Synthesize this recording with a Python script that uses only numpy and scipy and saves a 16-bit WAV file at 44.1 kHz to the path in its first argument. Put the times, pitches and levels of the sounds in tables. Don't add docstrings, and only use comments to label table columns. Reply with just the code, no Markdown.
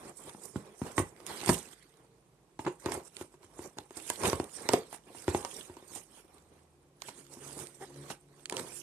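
import sys
import numpy as np
from scipy import signal
from scipy.fft import rfft, irfft, next_fast_len
from scipy.io import wavfile
from scipy.ndimage import uniform_filter1d

SR = 44100
rng = np.random.default_rng(int(sys.argv[2]) if len(sys.argv) > 2 else 0)


def pcm_store(signal):
    levels = np.round(np.clip(np.atleast_2d(signal), -1, 1) * 32767)
    wavfile.write(sys.argv[1], SR, levels.astype(np.int16).T)


N = 388962

# (s, blow dB, hollow pitch Hz, table thump dB, panels and edges dB, t60 s), parts relative to the blow
KNOCKS = [(0.346, -38, 195, -31, -3.5, 0.024), (0.557, -25, 214, -14, -8, 0.041), (0.815, -24.5, 210, -12, -11, 0.024),
          (0.859, -42, 181, -21, -14, 0.057), (0.979, -20.5, 316, -5, 6, 0.02), (0.989, -29, 330, -10, 4, 0.025), (0.997, -20, 346, -4.5, -18, 0.024),
          (1.2, -46.5, 480, -28, -1, 0.054), (1.431, -40, 345, -20.5, 8.5, 0.054), (1.472, -30, 178, -5, 3, 0.024),
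          (1.49, -14.5, 251, -4, -2, 0.011), (1.495, -15, 258, -5.5, -0.5, 0.018), (1.501, -25, 310, -19.5, -9, 0.019),
          (1.507, -23, 240, -11, -13, 0.026), (2.591, -34, 324, -14, 4, 0.051), (2.647, -40, 367, -25, 4.5, 0.031),
          (2.663, -33, 377, -50, 10, 0.076), (2.669, -29, 361, -47, 2, 0.06), (2.675, -30, 380, -31, -3, 0.035),
          (2.682, -33, 360, -42, -12, 0.044), (2.859, -21, 345, -17, -3, 0.028),
          (2.884, -30, 420, -21, -2, 0.069), (2.907, -35, 380, -20, -6, 0.027), (2.919, -39.5, 386, -8, 12.5, 0.028), (2.948, -35.5, 367, -8, 0, 0.045),
          (2.974, -42.5, 374, -22, 2, 0.056), (3.21, -31.5, 363, -15, -4, 0.027), (3.339, -49.5, 385, -13, 0.5, 0.035), (3.442, -50, 325, -6, -1, 0.025),
          (3.59, -32.5, 340, -16, -8, 0.028), (3.768, -44, 297, -20, -7, 0.037), (3.784, -36.5, 357, -13, 0.5, 0.011), (3.906, -41, 393, -28, -0.5, 0.023),
          (3.967, -43.5, 321, -12, -1.5, 0.11), (4.1, -38, 470, -27, 13, 0.074), (4.235, -26, 350, -26, 1, 0.053), (4.245, -27, 366, -27, 3.5, 0.046),
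          (4.251, -34, 407, -6, 4, 0.047), (4.267, -26.5, 471, -3, 2, 0.098), (4.297, -34.5, 397, -25, 0, 0.02), (4.329, -19, 440, -9, -3.5, 0.016),
          (4.398, -21, 338, -17, -7.5, 0.016), (4.69, -20, 462, -46, 0.5, 0.035), (4.733, -17, 440, -53, -5.5, 0.026), (4.737, -12.5, 404, -48, -6.5, 0.02),
          (4.926, -52, 520, -21, 17, 0.04), (4.944, -56, 500, -21, 15, 0.04), (5.147, -48.5, 350, -18, 7, 0.028), (5.279, -18.5, 380, -7, -4.5, 0.027),
          (5.346, -19, 370, -15, -2.5, 0.015), (5.447, -51, 410, -18, 25.5, 0.049), (5.696, -39, 349, -7, -4.5, 0.037),
          (5.767, -44, 342, -31, 2, 0.03), (5.824, -46, 388, -27, -8, 0.036), (5.958, -45.5, 316, -11, 8, .04),
          (7.084, -51, 320, -18, 15, 0.052), (7.368, -42, 239, -15, -7, 0.058), (7.587, -51, 420, 0, -7, 0.051),
          (7.495, -46, 340, -20, -3, 0.05), (8.102, -42.5, 208, -21, 14, 0.02), (8.522, -31, 435, -30, 1, 0.036),
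          (8.538, -42.5, 414, -35, 6, 0.031), (8.569, -35, 517, -36, -3, 0.073), (8.582, -41.5, 510, -36, -2, 0.05),
          (8.597, -36, 245, -32, -14, 0.04), (8.609, -40.5, 240, -35, -10, 0.048)]
# (Hz, dB, t60 s)
PANELS = [(520, -2, 0.02), (734, 2, 0.022), (866, 6, 0.034), (958, 7, 0.034), (1040, -0.5, 0.023), (1350, 2, 0.02),
          (1547, -4, 0.018), (1875, 2, 0.018), (2010, -4.5, 0.015), (2400, -2, 0.0092)]
TABLE = [(64, -19.5, .09), (93, 0.5, 0.095), (143.7, -5, 0.057), (169.5, -3.5, 0.076)]
DRAG = [(35, -35.5), (65, -8), (273, -3.5), (366, 2), (540, -3), (660, -6.5), (732, -5.5), (1130, -7), (1410, -16),
        (2500, -20), (3250, -77.5), (5500, -120)]
SCRAPE = [(700, -55.5), (1300, 6.5), (2500, 5.5), (4000, 4.5), (5500, -1), (8000, -6)]  # (Hz, dB per Hz)
HISS = [(3000, -23), (4500, -15.5), (5400, -7.5), (7000, -4.5), (8900, 2.5), (10200, -5.5), (11300, -15.5), (12600, -11), (13500, -27.5)]  # (Hz, dB per Hz)
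CRACK = [(1180, -13.5), (2000, 9.5), (2780, 8), (3580, 4.5), (5560, -5.5), (7590, 3.5), (8770, -30), (13500, -79)]  # (Hz, dB per Hz)
AIR, AIR_DB = [(25, -21), (50, 11.5), (80, -12), (150, 6.5), (220, -5), (380, -1), (520, -8), (1050, -12.5), (1500, -21), (5000, -40.5), (9000, -30), (13500, -33.5)], -67.5  # (Hz, dB per Hz)
# (multiple of the firing rate, dB)
ENGINE = [(6.9, 139.8, -74.5), (7.306, 137.8, -67), (7.594, 143.9, -59), (7.742, 139.0, -71.5), (8.007, 141.3, -54.5),
          (8.08, 143.1, -63), (8.108, 143.4, -60), (8.166, 141.7, -73.5), (8.386, 142.7, -67.5), (8.766, 138.3, -66),
          (8.82, 137.8, -67)]
ORDERS = [(1, -13), (2, 0), (3, -14), (4, -5), (5, 0), (6, -11), (8, -14)]
SAME = [(60, 0.89), (250, 0.91), (500, 0.86), (1000, 0.33), (2250, 0.26), (5500, .2)]  # (Hz, likeness of the two ports)
LEAN = [(60, 0.7), (250, 1), (1000, -0.6), (2000, -1), (4000, -5.5), (8000, -16), (13000, -26)]  # (Hz, left minus right dB)
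LEAD = [(60, 0), (250, .05), (500, -.2), (1000, -.5), (2000, -.9), (4700, -2), (9000, -4)]
EDGE_HZ = 13200
T = np.arange(N) / SR
# (s, peak dB, top above 6 kHz dB, ring Hz)
SNAPS = [(0.2958, -35.5, -5, 3640), (0.9813, -28.5, 0.5, 1530), (1.2035, -47, -6, 5030), (1.266, -35, 6, 3500), (1.414, -32, -15, 1500),
         (1.4385, -35, -1, 2500), (1.4613, -29, 6, 3480), (1.4935, -21, -2, 2500), (1.5697, -44, 8, 5500),
         (1.5804, -34, 3, 4940), (1.9717, -60, 5, 5470), (2.5919, -42, -9, 2000), (2.6523, -42, -15, 2500),
         (2.666, -32, -20, 1880), (2.8598, -27, -7, 1900), (2.897, -41, -8, 2800), (2.9202, -26, -2, 2420),
         (3.168, -29, -10, 4470), (3.786, -28, -18, 2020), (3.908, -45.5, -5, 1590), (3.9708, -37, -2, 2300),
         (4.101, -19, 0, 3300), (4.2352, -25, -6, 2500), (4.2995, -23.5, -8, 4940), (4.332, -31, -14, 2200),
         (4.3994, -33.5, -16, 2520), (4.4424, -42, 8, 5500), (4.69, -14, -5, 2800), (4.735, -20, 0, 2720),
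         (5.1853, -44.5, -2, 4500), (5.2801, -31, -11, 2020), (5.2895, -34, -18, 3500), (5.4088, -40, -7, 3270),
         (5.4497, -26.5, -5, 3040), (5.768, -48, -4, 2500), (5.9523, -44, 0, 3500), (7.0206, -26, -25, 1050),
         (7.0908, -33.5, -10, 1960), (7.509, -45, -4, 5000), (7.591, -41, 7, 5000), (7.6705, -41, 1, 2650),
         (8.102, -32, -11, 2200), (8.4573, -25, -12, 4700), (8.4978, -25, 0, 2520), (8.511, -40, -2, 5000),
         (8.5252, -32.5, 3.5, 3540), (8.5681, -22, -8, 3220), (8.5793, -32, -10, 3500), (8.5966, -30, -10, 1870)]
# (start s, end s, Hz, dB)
HUMS = [(1.85, 2.3, 455, -72), (1.8, 2.5, 120, -75), (6.15, 7.0, 79, -71)]
SELF_NOISE, SELF_NOISE_DB = [(500, -7), (2500, 1), (8000, -4.5), (13000, -16)], -78
# (peak s, rise s, fall s, scrape of card edges dB, drag that shakes the box dB,
# hiss of skin and wrap dB); rise and fall are the times for 20 dB
STROKES = [(0.089, 0.42, 0.069, -59.5, -46.5, -55.5), (0.18, 0.042, 0.085, -69, -64, -54), (0.283, 0.11, 0.083, -55.5, -48.5, -52.5), (0.448, 0.17, 0.14, -67, -55.5, -53),
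           (0.568, 0.05, 0.11, -62.5, -49, -56), (0.68, 0.097, 0.18, -64, -55.5, -79), (0.8, 0.078, 0.27, -69, -66, -57), (0.87, 0.061, 0.13, -50.5, -42, -55.5),
           (0.989, 0.03, 0.046, -53, -35.5, -38.5), (1.08, 0.122, 0.075, -70, -56.5, -59.5), (1.2, .03, 0.079, -66, -66, -72.5), (1.272, 0.015, 0.48, -45.5, -52, -52.5),
           (1.399, 0.26, 0.22, -55.5, -42.5, -56.5), (1.497, 0.049, 0.099, -37.5, -37, -31),
           (1.66, .06, .04, -62, -62, -56), (1.738, 0.12, 0.012, -60, -61.5, -56), (1.99, 0.049, 0.14, -90, -63.5, -79), (2.601, 0.01, 0.21, -69, -56, -57),
           (2.667, 0.015, 0.028, -63, -35.5, -62.5), (2.799, 0.015, 0.19, -63.5, -76.5, -58.5), (2.87, 0.043, 0.15, -50, -39.5, -65),
           (2.932, 0.026, 0.07, -45.5, -38.5, -43.5), (3.07, 0.043, 0.035, -61, -55, -56), (3.209, 0.1, 0.063, -55, -51, -52.5),
           (3.34, 0.059, 0.037, -69, -63, -68), (3.44, 0.042, 0.066, -66, -63, -67), (3.642, 0.16, 0.1, -59.5, -50, -55.5),
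           (3.777, 0.012, 0.13, -62, -55.5, -64), (3.982, 0.053, 0.056, -48.5, -48, -48.5), (4.091, 0.13, 0.44, -51, -52, -46.5),
           (4.263, 0.063, 0.098, -34.5, -29, -37), (4.38, 0.072, 0.15, -70, -48.5, -54),
           (4.563, 0.093, 0.18, -56, -57, -47), (4.66, 0.16, 0.059, -54, -46, -71), (4.699, 0.034, 0.19, -48.5, -46, -63),
           (4.736, 0.038, 0.063, -38.5, -36, -40), (4.942, 0.077, 0.057, -55, -48.5, -53.5), (5.077, 0.033, 0.094, -66, -55, -84),
           (5.17, 0.091, 0.29, -55.5, -56, -54.5), (5.29, 0.028, 0.15, -48, -41, -52), (5.361, 0.035, 0.089, -52, -40.5, -44),
           (5.59, 0.44, 0.16, -54.5, -52, -49.5), (5.82, 0.77, 0.27, -66, -58, -71), (5.97, 0.1, 0.076, -53, -51.5, -44.5), (6.19, 0.16, 0.061, -60.5, -57.5, -59),
           (6.38, 0.22, 0.093, -69, -60, -69.5), (6.59, 0.35, 0.14, -72, -63.5, -75), (7.019, 0.018, 0.39, -57, -66.5, -64),
           (7.092, 0.071, 0.039, -51.5, -55, -49.5), (7.19, 0.1, 0.073, -61, -55, -55.5), (7.329, 0.039, 0.086, -61, -54, -50),
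           (7.45, 0.093, 0.44, -55.5, -50.5, -50.5), (7.61, 0.077, 0.073, -52, -49, -46), (7.819, 0.044, 0.1, -54, -49.5, -58),
           (8.07, 0.32, 0.028, -58, -51.5, -59.5), (8.112, 0.038, 0.035, -44, -42, -43.5), (8.44, 0.25, 0.023, -68, -65, -65.5),
           (8.51, 0.025, 0.28, -62, -49, -67), (8.59, 0.075, 0.088, -46, -42.5, -45), (8.682, 0.048, 0.14, -53, -50.5, -61),
           (8.768, 0.2, 0.077, -58.5, -73, -45.5)]
SETTLE_DB, SETTLE_S = -28, 0.19
REST_DB = (-85, -72, -81.5)
SNAP_RISE_MS = 1
CONTACT_SHARE, LOOSE_PER_S = 0.093, 16.6
RATTLE_DB, MUFFLE_DB_PER_S = -5, -150
PRESS = 0.63
GRIP_SHIFT = 0.071
# (s, left minus right dB)
PLACE = [(0.0, -2.0), (0.42, -1.5), (0.49, -9), (0.61, -3), (8.72, -2.5), (8.82, -12)]
SNAP_RING_DB, SNAP_T60_S, SNAP_UPPER = -7, 0.006, 2.2
CREAK = (7.805, 7.855, 405, -46)
CREAK_ORDERS = [(1, 0), (2, -1), (3, -14), (4, -12), (5, -11)]  # (multiple of the slip rate, dB)


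def gain_of(db):
    return 10 ** (np.asarray(db) / 20)


def evened(x):
    return x / np.sqrt(np.mean(x ** 2) + 1e-20)


def read(points, hz):
    f, value = np.transpose(points)
    return np.interp(np.log(hz + 1), np.log(f + 1), value)


def colour(x, points):
    n = x.shape[-1]
    return evened(irfft(rfft(x) * gain_of(read(points, np.fft.rfftfreq(n, 1 / SR))), n))


def add(mix, s, sound):
    part = mix[:, round(s * SR):][:, :sound.shape[1]]
    part += sound[:, :part.shape[1]]


def ring(modes, t, draw, spread):
    hz, db, t60 = np.transpose(modes)[:, :, None]
    detune, weight_db = 1 + spread * draw[0, :len(hz), None], 4 * draw[1, :len(hz), None]
    return (gain_of(db + weight_db - 60 * t / t60) * np.sin(2 * np.pi * hz * detune * t)).sum(0)


def grit(per_s, spread_db, ms):
    catches = gain_of(spread_db * np.minimum(rng.exponential(1, N), 3)) * (rng.random(N) < per_s / SR)
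    keep = np.exp(-1000 / (ms * SR))
    power = evened(signal.filtfilt([1], [1, -keep], catches ** 2))
    return np.sqrt(0.69 + power) * rng.standard_normal((2, N))


def knock(db, hz, thump_db, panel_db, t60, draw, noise):
    t = np.arange(noise.shape[1]) / SR
    u = t / (CONTACT_SHARE * t60)
    v = np.maximum(t - .002, 0) / 0.00014
    landing = v * (v - 2) * np.exp(-v)
    trail = noise * (1 - np.exp(-u)) * (np.exp(-u / 2) + 0.23 * gain_of(-60 * t / (t60 * 0.6)))
    push = 0.78 * landing / np.linalg.norm(landing) + LOOSE_PER_S * t60 * trail / np.linalg.norm(trail[0])
    hollow = struck(ring([(hz, 0, t60), (hz * 1.3, -4.5, t60 * 0.41), (hz * 0.33, -26, t60 * 0.73)], t, 0.2 * draw, 0.047), push)
    thump = struck(ring(TABLE, t, draw[:, 3:], .06), np.hanning(300)[None])
    bent = np.array(PANELS) * [np.exp(GRIP_SHIFT * draw[0, -1]), 1, 1]
    panels = struck(ring(bent, t, draw[:, 6:], 0.06), push)
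    rattle = colour(trail, CRACK)
    rattle /= abs(rattle).max()
    return gain_of(db) * (hollow + gain_of(thump_db) * thump + gain_of(panel_db) * (panels + gain_of(RATTLE_DB + MUFFLE_DB_PER_S * t60) * rattle))


def room(x):
    count = 700
    at = np.arange(count) * 20 + 60 + rng.integers(0, 20, (2, count))
    taps = np.zeros((2, count * 20 + 80))
    np.put_along_axis(taps, at, rng.choice([-1., 1.], at.shape) * gain_of(-60 * at / SR / 0.21), 1)
    return signal.fftconvolve(x, taps / np.linalg.norm(taps[0]), axes=1)[:, :N]


def knocks():
    out, snaps = np.zeros((2, 2, N))
    for s, *row in KNOCKS:
        add(out, s, knock(*row, rng.standard_normal((2, 17)), rng.standard_normal((2, 8192))))
    for s, *row in SNAPS:
        add(snaps, s - .001, snap(*row, rng.standard_normal((2, 2048))))
    out = signal.sosfilt(signal.butter(2, 65., "high", fs=SR, output="sos"), out)
    return out + snaps + gain_of(-5.5) * room(out + 0.15 * snaps)


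def rubbing():
    peak, rise, fall, *levels = np.transpose(STROKES)[:, :, None]
    t = T[::64]
    after = np.maximum(t - peak, 0)
    shape = gain_of(-20 * np.maximum(peak - t, 0) / abs(rise)) * np.hypot(
        gain_of(-20 * after / abs(fall)), gain_of(SETTLE_DB - 20 * after / SETTLE_S))
    shape = np.tanh(PRESS * shape) / np.tanh(PRESS)
    scrape = patchy(colour(grit(160, 6.8, 0.79), SCRAPE), 4.4, size=(3, 10))
    drag = patchy(colour(grit(90, 6.0, 11.0), DRAG), 2.8, size=(4, 4))
    hiss = patchy(colour(grit(160, 7.0, 2.0), HISS), 4.5, size=(2, 14))
    gains = [np.hypot(np.linalg.norm(gain_of(db) * shape, axis=0), gain_of(rest)) for db, rest in zip(levels, REST_DB)]
    return sum(np.interp(T, t, g) * x for g, x in zip(gains, (scrape, drag, hiss)))


def air():
    swell = evened(uniform_filter1d(uniform_filter1d(rng.standard_normal(N), 3000), 3000))
    return gain_of(AIR_DB + 0.41 * swell) * colour(rng.standard_normal((2, N)), AIR)


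def engine():
    s, hz, db = np.transpose(ENGINE)
    turns = np.cumsum(np.interp(T, s, hz) / 2) / SR
    waver = 3.2 * rng.standard_normal((len(ORDERS), N // 4096 + 2))
    tones = sum(gain_of(d + np.interp(T, np.arange(len(w)) * 4096 / SR, w)) * np.sin(2 * np.pi * k * turns + k * k)
                for (k, d), w in zip(ORDERS, waver))
    fade_in = np.clip((T - 6.6) / 0.32, 0, 1)
    return np.sqrt(2) * gain_of(np.interp(T, s, db)) * fade_in * tones * np.ones((2, 1))


def struck(x, push):
    x = signal.fftconvolve(x[None], push, axes=1)[:, :len(x)]
    return x / abs(x).max()


def patchy(x, db, size):
    z = signal.stft(x, nperseg=256)[2]
    field = uniform_filter1d(uniform_filter1d(rng.standard_normal(z.shape[1:]), size[0], 0), size[1], 1)
    return evened(signal.istft(z * gain_of(db * evened(field)), nperseg=256)[1][:, :N])


def snap(db, top_db, hz, noise):
    t = np.arange(noise.shape[1]) / SR
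    u = (t * 1000 - 1) / SNAP_RISE_MS
    late = np.maximum(u, 0)
    burst = noise * np.exp(np.minimum(u, 0) / .4) * (np.exp(-late / .5) + .5 * np.exp(-late / 2.2) + .02 * np.exp(-late / 6))
    burst = burst + 1.4 * (np.arange(len(t)) == np.argmax(u >= 0))
    low = colour(burst, [(700, -32.5), (1800, -12.0), (4500, -10.0), (7000, -14.0), (14000, -38)])
    top = colour(burst, [(3000, -40), (6000, -12), (9000, 0), (10500, -9), (13000, -20)])
    modes = (np.sin(2 * np.pi * hz * t) + 0.54 * np.sin(2 * np.pi * hz * SNAP_UPPER * t)) * gain_of(-60 * t / SNAP_T60_S)
    return gain_of(db) * (low / abs(low).max() + gain_of(top_db) * top / abs(top).max()
                          + gain_of(SNAP_RING_DB) * struck(modes, burst))


def hums():
    tones = sum(gain_of(db) * np.sin(np.pi * np.clip((T - a) / (b - a), 0, 1)) * np.sin(2 * np.pi * hz * T)
                for a, b, hz, db in HUMS)
    return np.sqrt(2) * tones


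def creak():
    start, end, hz, db = CREAK
    wobble = evened(uniform_filter1d(rng.standard_normal(N), 150))
    turns = np.cumsum(hz * (1 + .09 * wobble)) / SR
    swell = np.sin(np.pi * np.clip((T - start) / (end - start), 0, 1)) ** .7
    return gain_of(db) * swell * sum(gain_of(d) * np.sin(2 * np.pi * k * turns) for k, d in CREAK_ORDERS)


def scene():
    n = next_fast_len(N + 4096)
    hz = np.fft.rfftfreq(n, 1 / SR)
    a, b = rfft(knocks() + rubbing() + air() + engine() + creak() + hums(), n)
    same, lean = np.clip(read(SAME, hz), 0, 1), gain_of(read(LEAN, hz))
    left = (same * a + np.sqrt(1 - same ** 2) * b) * np.exp(1j * read(LEAD, hz)) * lean
    place = gain_of(np.interp(T, *np.transpose(PLACE)) * [[.5], [-.5]])
    return irfft(np.array([left, a]) * 2 / (1 + lean), n)[:, :N] * place


def record(dry):
    thin = signal.sosfilt(signal.butter(3, 58., "high", fs=SR, output="sos"), dry)
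    hissing = thin + gain_of(SELF_NOISE_DB) * colour(rng.standard_normal(dry.shape), SELF_NOISE)
    return signal.oaconvolve(hissing, signal.firwin(511, EDGE_HZ, window=("kaiser", 9), fs=SR)[None], "same")


dry = scene()
out = record(dry)
pcm_store(out)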